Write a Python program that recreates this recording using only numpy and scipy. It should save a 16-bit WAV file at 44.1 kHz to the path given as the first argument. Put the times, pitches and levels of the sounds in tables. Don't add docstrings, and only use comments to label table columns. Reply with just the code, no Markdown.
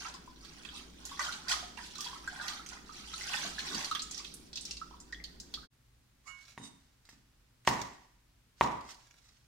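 import sys
import numpy as np
from scipy import signal
from scipy.fft import rfft, irfft, next_fast_len
from scipy.io import wavfile

SR = 44100
rng = np.random.default_rng(int(sys.argv[2]) if len(sys.argv) > 2 else 0)


def waveform_to_disk(signal):
    frames = np.transpose(np.atleast_2d(signal))
    scaled = np.clip(frames, -1, 1) * 32767
    samples = np.round(scaled).astype(np.int16)
    wavfile.write(sys.argv[1], SR, samples)


N = 417617
TIME = np.arange(N) / SR

# f/Hz, density/dB per Hz
GURGLE_SPECTRUM = [(400, -32), (600, -11), (750, -6), (1100, -3.5), (1500, -1.5), (2000, -6), (2800, -13),
                   (4500, -22.5)]
SPRAY_SPECTRUM = [(1200, -15.5), (2200, -2.5), (3500, 3), (5500, 2.5), (7500, -5.5), (10000, -12),
                  (13000, -28.5), (16000, -49)]
SLOSH_SPECTRUM = [(35, -20), (55, 4), (80, -17), (110, -12), (150, 3.5), (240, 3.5), (390, -0.5), (500, -8),
                  (700, -12.5), (1500, -28.5)]
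# f/Hz, density/dB per Hz
SINK_AIR_SPECTRUM = [(20, -7), (40, -12.5), (56, 5.5), (78, -12), (110, -17), (300, -13), (600, -30.5),
                     (2000, -31.5), (8000, -57.5), (16000, -44)]
COUNTER_AIR_SPECTRUM = [(20, -15.5), (28, -18.5), (40, -2), (58, -1.5), (90, -14), (122, -5.5),
                        (160, -15.5), (250, -15.5), (420, -24.5), (700, -25.5), (1400, -25), (5000, -28.5),
                        (16000, -37.5)]
# f/Hz, density/dB per Hz
CRISP_SPECTRUM = [(300, -19), (1000, -2), (2400, -1.5), (3800, 1), (5800, 2.5), (8000, -5.5),
                  (11000, -18.5), (16000, -20)]
# f/Hz, gain/dB
MIST_SPECTRUM = [(4000, -22), (9000, -6.5), (13000, 4.5), (16000, -9)]
TICK_SPECTRUM = [(600, -13), (1500, -19), (6000, 11.0), (9000, -9), (16000, -34)]
CLICK_SPECTRUM = [(500, 1), (2500, -1.0), (4000, 2), (8000, -5), (15000, -23.5)]
RASP_SPECTRUM = [(500, -28), (1100, -3), (2000, -11), (7000, 4), (12000, -23)]
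# peak t/s, spray level/dB, rise/s, fall/s, gurgle re spray/dB
SWISHES = [(0.0, -45, 0.15, 0.15, -6), (0.059, -54, 0.056, 0.13, 5.5), (0.52, -57, 0.45, 0.57, -9),
           (0.77, -52, 0.22, 0.15, -5), (1.11, -50, 0.19, 0.27, -8), (1.2, -42, .012, 0.098, 3.5),
           (1.254, -44, 0.13, 0.26, -4.5), (1.499, -36.5, 0.036, 0.15, -3.5), (1.78, -51, 0.016, 0.11, -4),
           (1.841, -47.5, 0.055, .12, -21), (2.05, -49, 0.17, 0.33, -8), (2.47, -44.5, 0.32, 0.21, -2),
           (2.72, -53.5, 0.043, 0.15, -1), (2.96, -52.5, 0.24, 0.89, -8.5)]
# t/s, flow level/dB
DRAIN_FLOW = [(2.95, -77), (3.12, -54), (3.36, -41), (3.56, -50.5), (3.8, -42.5), (4.06, -62), (4.18, -50),
              (4.46, -72), (4.69, -55.5), (4.86, -71.5), (5.66, -74)]
# peak t/s, level/dB, rise/s, fall/s
PLUNGES = [(3.471, -48, 0.19, 0.17), (3.76, -42, 0.16, 0.12)]
# t/s, level/dB, centre f/Hz, left re right/dB
SLAPS = [(0.0476, -37, 2600, -4.5), (0.141, -35, 4940, 2), (0.4494, -39.5, 4420, -8.5),
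         (0.6498, -43, 3190, -21.5), (1.053, -27.5, 6650, -4), (1.1941, -26, 5870, -3),
         (1.2501, -30, 5070, -2), (1.3244, -29, 4070, -2), (1.4839, -23.5, 4580, -10),
         (1.4957, -21.5, 4840, -2), (1.5165, -19, 3030, -3), (1.7738, -39, 2650, -12),
         (1.9553, -33.5, 3910, -7.5), (1.9824, -34, 5500, -10), (2.0073, -23.5, 5260, -3.5),
         (2.0446, -31, 4520, -9), (2.2762, -38.5, 7000, -9), (2.4822, -24, 4180, -3.0),
         (2.6623, -35, 6100, -8), (2.6889, -32, 5900, -8), (3.1792, -33.5, 6540, -8),
         (3.2923, -31.5, 2930, -8), (3.3352, -26, 2810, -9), (3.5912, -23.5, 4030, -3),
         (3.7466, -22, 4400, -3.5), (3.8462, -24, 4680, -4.0), (3.913, -26.5, 3830, -4.5),
         (3.9501, -22.5, 3380, -5.5)]
# t/s, level/dB, centre f/Hz, left re right/dB
DROPS = [(3.9943, -21.5, 3960, -2.5), (4.0204, -22.5, 7000, -2.5), (4.1116, -24, 5940, -4.5),
         (4.146, -27, 5300, -7), (4.1784, -23.5, 5200, -2), (4.2463, -30, 3370, -9),
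         (4.34, -29.5, 9200, -2), (4.5306, -30, 4350, -8), (4.557, -24, 4900, -2), (4.573, -23, 4030, -5.5),
         (4.61, -29, 7800, -5), (4.653, -24.5, 5280, 0), (4.7099, -22.5, 5340, -1.5),
         (4.769, -29.5, 4480, -4), (5.002, -34, 6700, -3), (5.1248, -34, 4800, -7),
         (5.24, -27.5, 4310, -3.5), (5.4003, -28.5, 5540, 0), (5.5398, -21, 4260, -3.5)]
# t/s, f/Hz, level/dB, pitch rise per ring time/share
LARGE_BUBBLES = [(0.052, 1310, -35.5, .02), (0.145, 1074, -44, 0.023), (0.276, 990, -44, .02),
                 (0.689, 3110, -35.5, .02), (1.116, 1087, -37.5, .02), (1.193, 1132, -27.5, 0.03),
                 (1.194, 1930, -27.5, 0.022), (1.285, 1390, -31.5, 0.029), (1.535, 1227, -27.5, 0.017),
                 (1.627, 690, -38.5, 0.024), (1.775, 927, -38.5, 0.052), (1.79, 1767, -35, .02),
                 (1.956, 1310, -45.5, 0.016), (1.987, 1150, -38.5, .02), (2.063, 962, -37.5, 0.025),
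                 (2.069, 3170, -32, .02), (2.13, 1030, -35.5, .03), (2.276, 1540, -27.5, 0.016),
                 (2.398, 1570, -33, 0.025), (2.767, 1200, -48, .03), (2.893, 1236, -39.5, 0.032),
                 (3.135, 1292, -37, 0.017), (3.211, 2010, -32.5, .03), (3.239, 2080, -35, 0.018),
                 (3.447, 671, -37.5, 0.015), (3.583, 1692, -30, 0.015), (3.913, 1261, -25.5, 0.01),
                 (3.949, 1190, -33.5, .02), (4.2, 1054, -45.5, 0.127), (4.711, 2720, -36, 0.018),
                 (4.77, 2650, -45, .02), (4.815, 1295, -34.5, 0.011), (4.91, 945, -46, 0.014),
                 (4.937, 1016, -49.5, 0.14), (5.127, 1854, -31, 0.014), (5.146, 3330, -39, 0.015),
                 (5.201, 2010, -40.5, 0.017), (5.574, 1250, -43, 0.017), (5.631, 1380, -48.5, 0.12)]
# t/s, level/dB
BOWL_BRUSH = [(6.24, -82), (6.275, -46.5), (6.295, -55.5), (6.32, -60.5), (6.4, -85)]
# f/Hz, level/dB, t60/s
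BOWL_MODES = [(1062, -1.5, .14), (1194, -6, .2), (1292, -5, 0.18), (1447, -11, 0.3), (1870, -20, 0.14),
              (1615, -10, 0.6), (2212, 3.5, 0.55), (2880, -10, 0.38), (3040, -19, .4), (4240, -12, 0.45),
              (5840, -17, 0.092), (6700, -17, 0.069), (7160, -8.5, 0.049)]
# peak t/s, level/dB, rise/s, fall/s
RUSTLES = [(6.29, -71, 0.051, 0.9), (6.52, -64, 0.24, 0.094), (6.66, -63, .12, 0.057),
           (7.1, -67.5, .08, 0.12), (7.673, -41, 0.013, 0.063), (7.71, -54.5, 0.045, 0.24),
           (7.819, -53, 0.045, 0.036), (8.614, -52.5, 0.031, 0.15), (8.909, -57.5, 0.12, 0.064),
           (9.03, -67, 0.083, .1), (9.29, -73, 0.39, 0.33)]
# t/s, level/dB
SNAPS = [(6.4522, -45), (6.4947, -48), (6.5244, -71), (6.5485, -54), (7.053, -47), (7.092, -36.5),
         (7.6501, -40), (7.673, -12), (7.688, -19.5), (7.816, -25), (8.809, -36.5), (8.9154, -36.5),
         (8.945, -42), (9.071, -46), (9.1095, -46.5), (9.141, -46)]
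# t/s, level/dB
BLADE_SLIDE = [(6.572, -74), (6.58, -57), (6.6, -70), (6.635, -55.5), (6.675, -56.5), (6.695, -76),
               (6.74, -88), (6.77, -97)]
# f/Hz, level/dB, t60/s
BLADE_MODES = [(2934, -4, 0.11), (3680, 5, 0.13), (3750, 5, 0.14), (4420, -13, 0.088), (4720, -2, 0.11),
               (5840, -19, 0.13), (5840, -9, 0.14), (6160, 1, 0.11), (7420, -6, 0.1), (8020, -1.5, .12),
               (8630, 0, 0.1), (9000, -1, .14), (9870, -8, .12)]
# t/s, level/dB, hardness/treble dB per octave, thud/bass dB per octave, edge click/dB
CHOPS = [(6.5776, -35.5, 5, 6.5, -21), (6.6, -49.5, -12, 15, -25), (6.64, -52, 0, 10, -25),
         (7.09, -61, 21.5, 10, -10.5), (7.13, -67.5, -7.5, 17, -26.5), (7.6761, -9, 0.5, -3.5, -28.5),
         (8.6108, -6, -8.5, -11.5, -13.5)]
# f/Hz, level/dB, t60/s
BOARD_MODES = [(62, -27, .25), (122, -26.5, 0.097), (200, -24.5, 0.033), (273, -22, 0.031),
               (420, -24.5, 0.041), (674, -38.5, 0.022), (800, -23, 0.023), (975, -12.5, 0.045),
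               (1030, -9, 0.015), (1123, -13, 0.026), (1480, -9, 0.0052), (1860, -7.5, 0.011),
               (2060, -16.5, 0.0094), (2650, -23.5, 0.013)]
# f/Hz, likeness/0-1
LIKENESS = [(60, 0.93), (130, 0.97), (300, 0.57), (640, 0), (1400, .25), (3000, .05), (16000, 0)]
# f/Hz, t60/s
ROOM_T60 = [(100, .5), (300, .56), (1000, .56), (2000, .62), (5000, .62), (8000, .56), (14000, .44)]
# f/Hz, gain/dB
ROOM_COLOUR = [(60, 1), (220, 9.5), (400, 1.5), (520, -3.5), (750, 3.5), (1000, 1.5), (2000, -2.5),
               (5000, -3), (14000, 2)]

WASH_END_S, COUNTER_START_S = 5.675, 5.7
SINK_AIR_DB, COUNTER_AIR_DB = -59.5, -68
HUM_HZ, HUM_DB = 120, -75.5
SWELL_DB = 20.5
FULL_FLOW_DB, FULL_GURGLE_DB, GURGLE_POWER = -42.5, -45.5, 1.9
LAP_SPRAY_DB, LAP_GURGLE_DB = -79, -76.5
SLOSH_DB, SLOSH_WAVER_DB, SETTLE_S, SETTLE_DB_PER_S = -58, -0.3, 4.0, 1
SLAPS_DB, DROPS_DB, TICK_DB = 6, 2, -12
BAND_LIMIT_HZ = 15900
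DEEP_CUT = signal.butter(2, 95, "high", fs=SR, output="sos")


def gain_of(db):
    return 10 ** (np.asarray(db) / 20)


def evened(x):
    return x / np.sqrt(np.mean(x ** 2) + 1e-20)


def read(points, hz):
    f, value = np.transpose(points)
    return np.interp(np.log(hz + 1), np.log(f + 1), value)


def level(rows):
    return gain_of(np.interp(TIME, *np.transpose(rows)))


def panned(db):
    return gain_of([[db / 2], [-db / 2]])


def add(mix, s, sound):
    part = mix[..., max(round(s * SR), 0):][..., :sound.shape[-1]]
    part += sound[..., :part.shape[-1]]


def coloured(x, points):
    length = x.shape[-1]
    size = next_fast_len(length)
    gains = gain_of(read(points, np.fft.rfftfreq(size, 1 / SR)))
    return evened(irfft(rfft(x, size) * gains, size)[..., :length])


def diffuse(pair):
    length = pair.shape[-1]
    size = next_fast_len(length)
    a, b = rfft(pair, size)
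    same = np.clip(read(LIKENESS, np.fft.rfftfreq(size, 1 / SR)), -1, 1)
    right = same * a + np.sqrt(1 - same ** 2) * b
    return irfft(np.array([a, right]), size)[:, :length]


def air(points):
    return coloured(diffuse(rng.standard_normal((2, N))), points)


def clicks(per_s, spread_db):
    out = np.zeros(N)
    at = np.flatnonzero(rng.random(N) < per_s / SR)
    size_db = spread_db * np.minimum(rng.exponential(1, len(at)), 4)
    out[at] = rng.choice([-1, 1], len(at)) * gain_of(size_db)
    return out


def wander(knots_per_s):
    knots = rng.standard_normal(int(N / SR * knots_per_s) + 2)
    return evened(np.interp(TIME * knots_per_s, np.arange(len(knots)), knots))


def swell(peak_s, db, rise_s, fall_s):
    return gain_of(db - SWELL_DB * np.maximum((peak_s - TIME) / rise_s, (TIME - peak_s) / fall_s))


def together(gains):
    return np.sqrt(sum(gain ** 2 for gain in gains))


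def through(x, response):
    return signal.oaconvolve(np.atleast_2d(x) * np.ones((2, 1)), response, axes=1)[:, :N]


def reflections(t60_s, gap_s):
    t = np.arange(SR // 6) / SR
    signs = rng.choice([-1., 1.], (2, len(t)))
    sparse = signs * (rng.random((2, len(t))) < .15)
    taps = diffuse(sparse) * (t > gap_s) * gain_of(-60 * t / t60_s)
    return taps / np.linalg.norm(taps, axis=1, keepdims=True)


def shifting_echoes(x, t60_s, gap_s, count=3):
    shares = np.maximum(np.cos(2 * np.pi * (2.3 * TIME - np.arange(count)[:, None] / count)), 0)
    shares /= np.linalg.norm(shares, axis=0)
    return sum(through(x * share, reflections(t60_s, gap_s)) for share in shares)


def room(x, build_s):
    hz, t, z = signal.stft(diffuse(rng.standard_normal((2, SR))), SR, nperseg=256)
    z = z * gain_of(-60 * t / read(ROOM_T60, hz)[:, None]) * (1 - np.exp(-t / build_s))
    plain = signal.istft(z, SR)[1]
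    tail = signal.istft(z * gain_of(read(ROOM_COLOUR, hz))[:, None], SR)[1]
    return through(x, tail / np.linalg.norm(plain[0]))


def sloshing():
    settle_db = SETTLE_DB_PER_S * np.maximum(TIME - SETTLE_S, 0)
    rocking = gain_of(SLOSH_DB + SLOSH_WAVER_DB * wander(7.3) - settle_db)
    return air(SLOSH_SPECTRUM) * together([rocking] + [swell(*row) for row in PLUNGES])


def bubble(hz, cycles, rise, onset_cycles):
    age = np.arange(int(5 * cycles * SR / hz) + 2) * hz / SR
    tone = np.sin(2 * np.pi * age * (1 + rise * age / cycles / 2))
    return tone * np.exp(-age / cycles) * (1 - np.exp(-age / onset_cycles))


def swarm(low_hz, high_hz, per_s, spread_db, cycles, count):
    out = np.zeros((2, N))
    for hz in np.geomspace(low_hz, high_hz, count):
        ring = bubble(hz, cycles, rise=0.04, onset_cycles=0.97)
        train = signal.oaconvolve(clicks(per_s / count, spread_db), ring)[:N] * hz
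        pan = panned(rng.normal(0, 3))
        out += pan * np.array([train, np.roll(train, rng.integers(-12, 13))])
    return out


def agitation():
    flow = level(DRAIN_FLOW)
    drain_gurgle = gain_of(FULL_GURGLE_DB) * (flow / gain_of(FULL_FLOW_DB)) ** GURGLE_POWER
    spray = [flow, gain_of(LAP_SPRAY_DB)]
    gurgle = [drain_gurgle, gain_of(LAP_GURGLE_DB)]
    for s, db, rise_s, fall_s, gurgle_db in SWISHES:
        stroke = swell(s, db, rise_s, fall_s)
        spray.append(stroke)
        gurgle.append(stroke * gain_of(gurgle_db))
    return together(spray), together(gurgle)


def stirring():
    gurgle = coloured(swarm(560, 2600, per_s=480, spread_db=2.6, cycles=5.5, count=40), GURGLE_SPECTRUM)
    spray = coloured(swarm(1900, 15000, per_s=2800, spread_db=4, cycles=4.5, count=40), SPRAY_SPECTRUM)
    force, trapped_air = agitation()
    clumps = gain_of(2 * wander(45))
    specks = clicks(1500, spread_db=6)
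    mist = coloured(rng.standard_normal((2, N)) + .8 * specks, MIST_SPECTRUM)
    mist = gain_of(-23.0) * mist * force * (force / force.max()) ** 0.32
    gurgle = gain_of(-0.5) * gurgle * trapped_air * panned(-1.3)
    spray = gain_of(-1) * spray * panned(-3.5) * force
    return gurgle + (spray + mist) * clumps


def splashes(rows, scatter, pitch_spread, gap_s, cycles, count=24):
    out = np.zeros((2, N))
    for s, db, hz, pan_db in rows:
        burst = np.zeros((2, SR // 5))
        for wait, size, side in zip(rng.exponential(1, count), *rng.standard_normal((2, count))):
            pitch_hz = np.clip(hz * np.exp(pitch_spread * size), 600, 14000)
            grain = bubble(pitch_hz, cycles=2.35, rise=0.023, onset_cycles=1.0)
            grain = scatter * grain * np.exp(-.45 * wait)
            pair = np.array([grain, np.roll(grain, rng.integers(0, 7))])
            add(burst, wait * gap_s, panned(3 * side) * pair)
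        first = bubble(hz, cycles, rise=.04, onset_cycles=.8)
        tick = coloured(rng.standard_normal((2, 128)), TICK_SPECTRUM)
        add(burst, 0, 0.39 * first)
        add(burst, 0, gain_of(TICK_DB) * tick * np.exp(-np.arange(128) / 18))
        add(out, s, gain_of(db) * panned(pan_db) * burst)
    return out


def plinks():
    out = np.zeros((2, N))
    for s, hz, db, rise in LARGE_BUBBLES:
        ring = bubble(hz, cycles=7.0, rise=rise, onset_cycles=0.86)
        add(out, s, gain_of(db) * panned(rng.normal(-1.1, 3)) * ring)
    return out


def sink():
    slaps = splashes(SLAPS, scatter=0.26, pitch_spread=0.314, gap_s=.012, cycles=6.5)
    drops = splashes(DROPS, scatter=0.35, pitch_spread=0.16, gap_s=.009, cycles=6.1)
    water = stirring() + gain_of(SLAPS_DB) * slaps + gain_of(DROPS_DB) * drops + plinks()
    bowl_echo = gain_of(0.5) * shifting_echoes(water, t60_s=0.082, gap_s=.001)
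    tail = gain_of(-3.5) * room(water, build_s=0.0057)
    low = gain_of(-2) * sloshing() + gain_of(SINK_AIR_DB) * air(SINK_AIR_SPECTRUM)
    return (water + bowl_echo + tail + low) * np.clip((WASH_END_S - TIME) / 0.032, 0, 1)


def rubbed(stroke, modes, scrape_db):
    t = np.arange(SR // 2) / SR
    ring = np.zeros(len(t))
    for hz, db, t60_s in modes:
        tone = np.sin(2 * np.pi * hz * t + rng.uniform(0, 2 * np.pi))
        ring += gain_of(db - 60 * t / t60_s) * tone / np.sqrt(t60_s)
    force = level(stroke) * (TIME > stroke[0][0]) * (TIME < stroke[-1][0])
    slips = evened(clicks(4000, spread_db=0.5)) * force
    impulse = np.linalg.norm(force) * (np.arange(N) == np.argmax(force))
    rasp = coloured(slips, RASP_SPECTRUM) * np.std(slips)
    ringing = signal.oaconvolve(0.69 * slips + 0.48 * impulse, ring / np.linalg.norm(ring))[:N]
    return ringing + gain_of(scrape_db) * rasp


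def greens():
    crackle = clicks(2600, spread_db=4.5) * gain_of(3 * wander(60))
    out = coloured(crackle, CRISP_SPECTRUM) * together(swell(*row) for row in RUSTLES)
    t = np.arange(600) / SR
    for s, db in SNAPS:
        snap = coloured(rng.standard_normal(len(t)), CRISP_SPECTRUM) * np.exp(-t / 0.00051)
        add(out, s, gain_of(db - 7.5) * snap)
    return out


def chops():
    out, t = np.zeros(N), np.arange(SR // 4) / SR
    for s, db, hardness_db, thud_db, click_db in CHOPS:
        wood = 0
        for hz, mode_db, t60_s in BOARD_MODES:
            treble_oct = max(np.log2(hz / 1000), 0)
            bass_oct = max(2 - abs(np.log2(hz / 250)), 0)
            blow_db = mode_db + hardness_db * treble_oct + thud_db * bass_oct
            wood = wood + gain_of(blow_db - 60 * t / t60_s) * np.sin(2 * np.pi * hz * t)
        click = coloured(rng.standard_normal(len(t)), CLICK_SPECTRUM)
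        add(out, s, gain_of(db) * (wood + 0.22 * click * gain_of(click_db - 60 * t / .009)))
    return signal.sosfilt(DEEP_CUT, out)


def counter():
    wood = chops() * panned(-1)
    blade = rubbed(BLADE_SLIDE, BLADE_MODES, scrape_db=-8.0)
    bowl = rubbed(BOWL_BRUSH, BOWL_MODES, scrape_db=-11.5)
    small = (greens() + blade) * panned(-3.5) + bowl * panned(-8.5)
    wall_echo = gain_of(-11) * np.roll(wood, round(.0053 * SR), axis=1)
    near = gain_of(-5.5) * through(wood, reflections(t60_s=0.19, gap_s=0.00096))
    near = near + gain_of(5.5) * shifting_echoes(small, t60_s=0.046, gap_s=0.00037)
    tail = gain_of(-5) * room(wood, build_s=.035) + gain_of(-2.5) * room(small, build_s=0.01)
    hum = gain_of(HUM_DB) * np.sin(2 * np.pi * HUM_HZ * TIME)
    quiet = gain_of(COUNTER_AIR_DB) * air(COUNTER_AIR_SPECTRUM) + hum
    fade_in = np.clip((TIME - COUNTER_START_S) / 0.034, 0, 1)
    return (wood + wall_echo + .8 * small + near + tail + quiet) * fade_in


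def scene():
    return sink() + counter()


def record(dry):
    low_pass = signal.firwin(511, BAND_LIMIT_HZ, window=("kaiser", 9), fs=SR)
    return signal.oaconvolve(dry, low_pass[None], "same")


dry = scene()
out = record(dry)
waveform_to_disk(out)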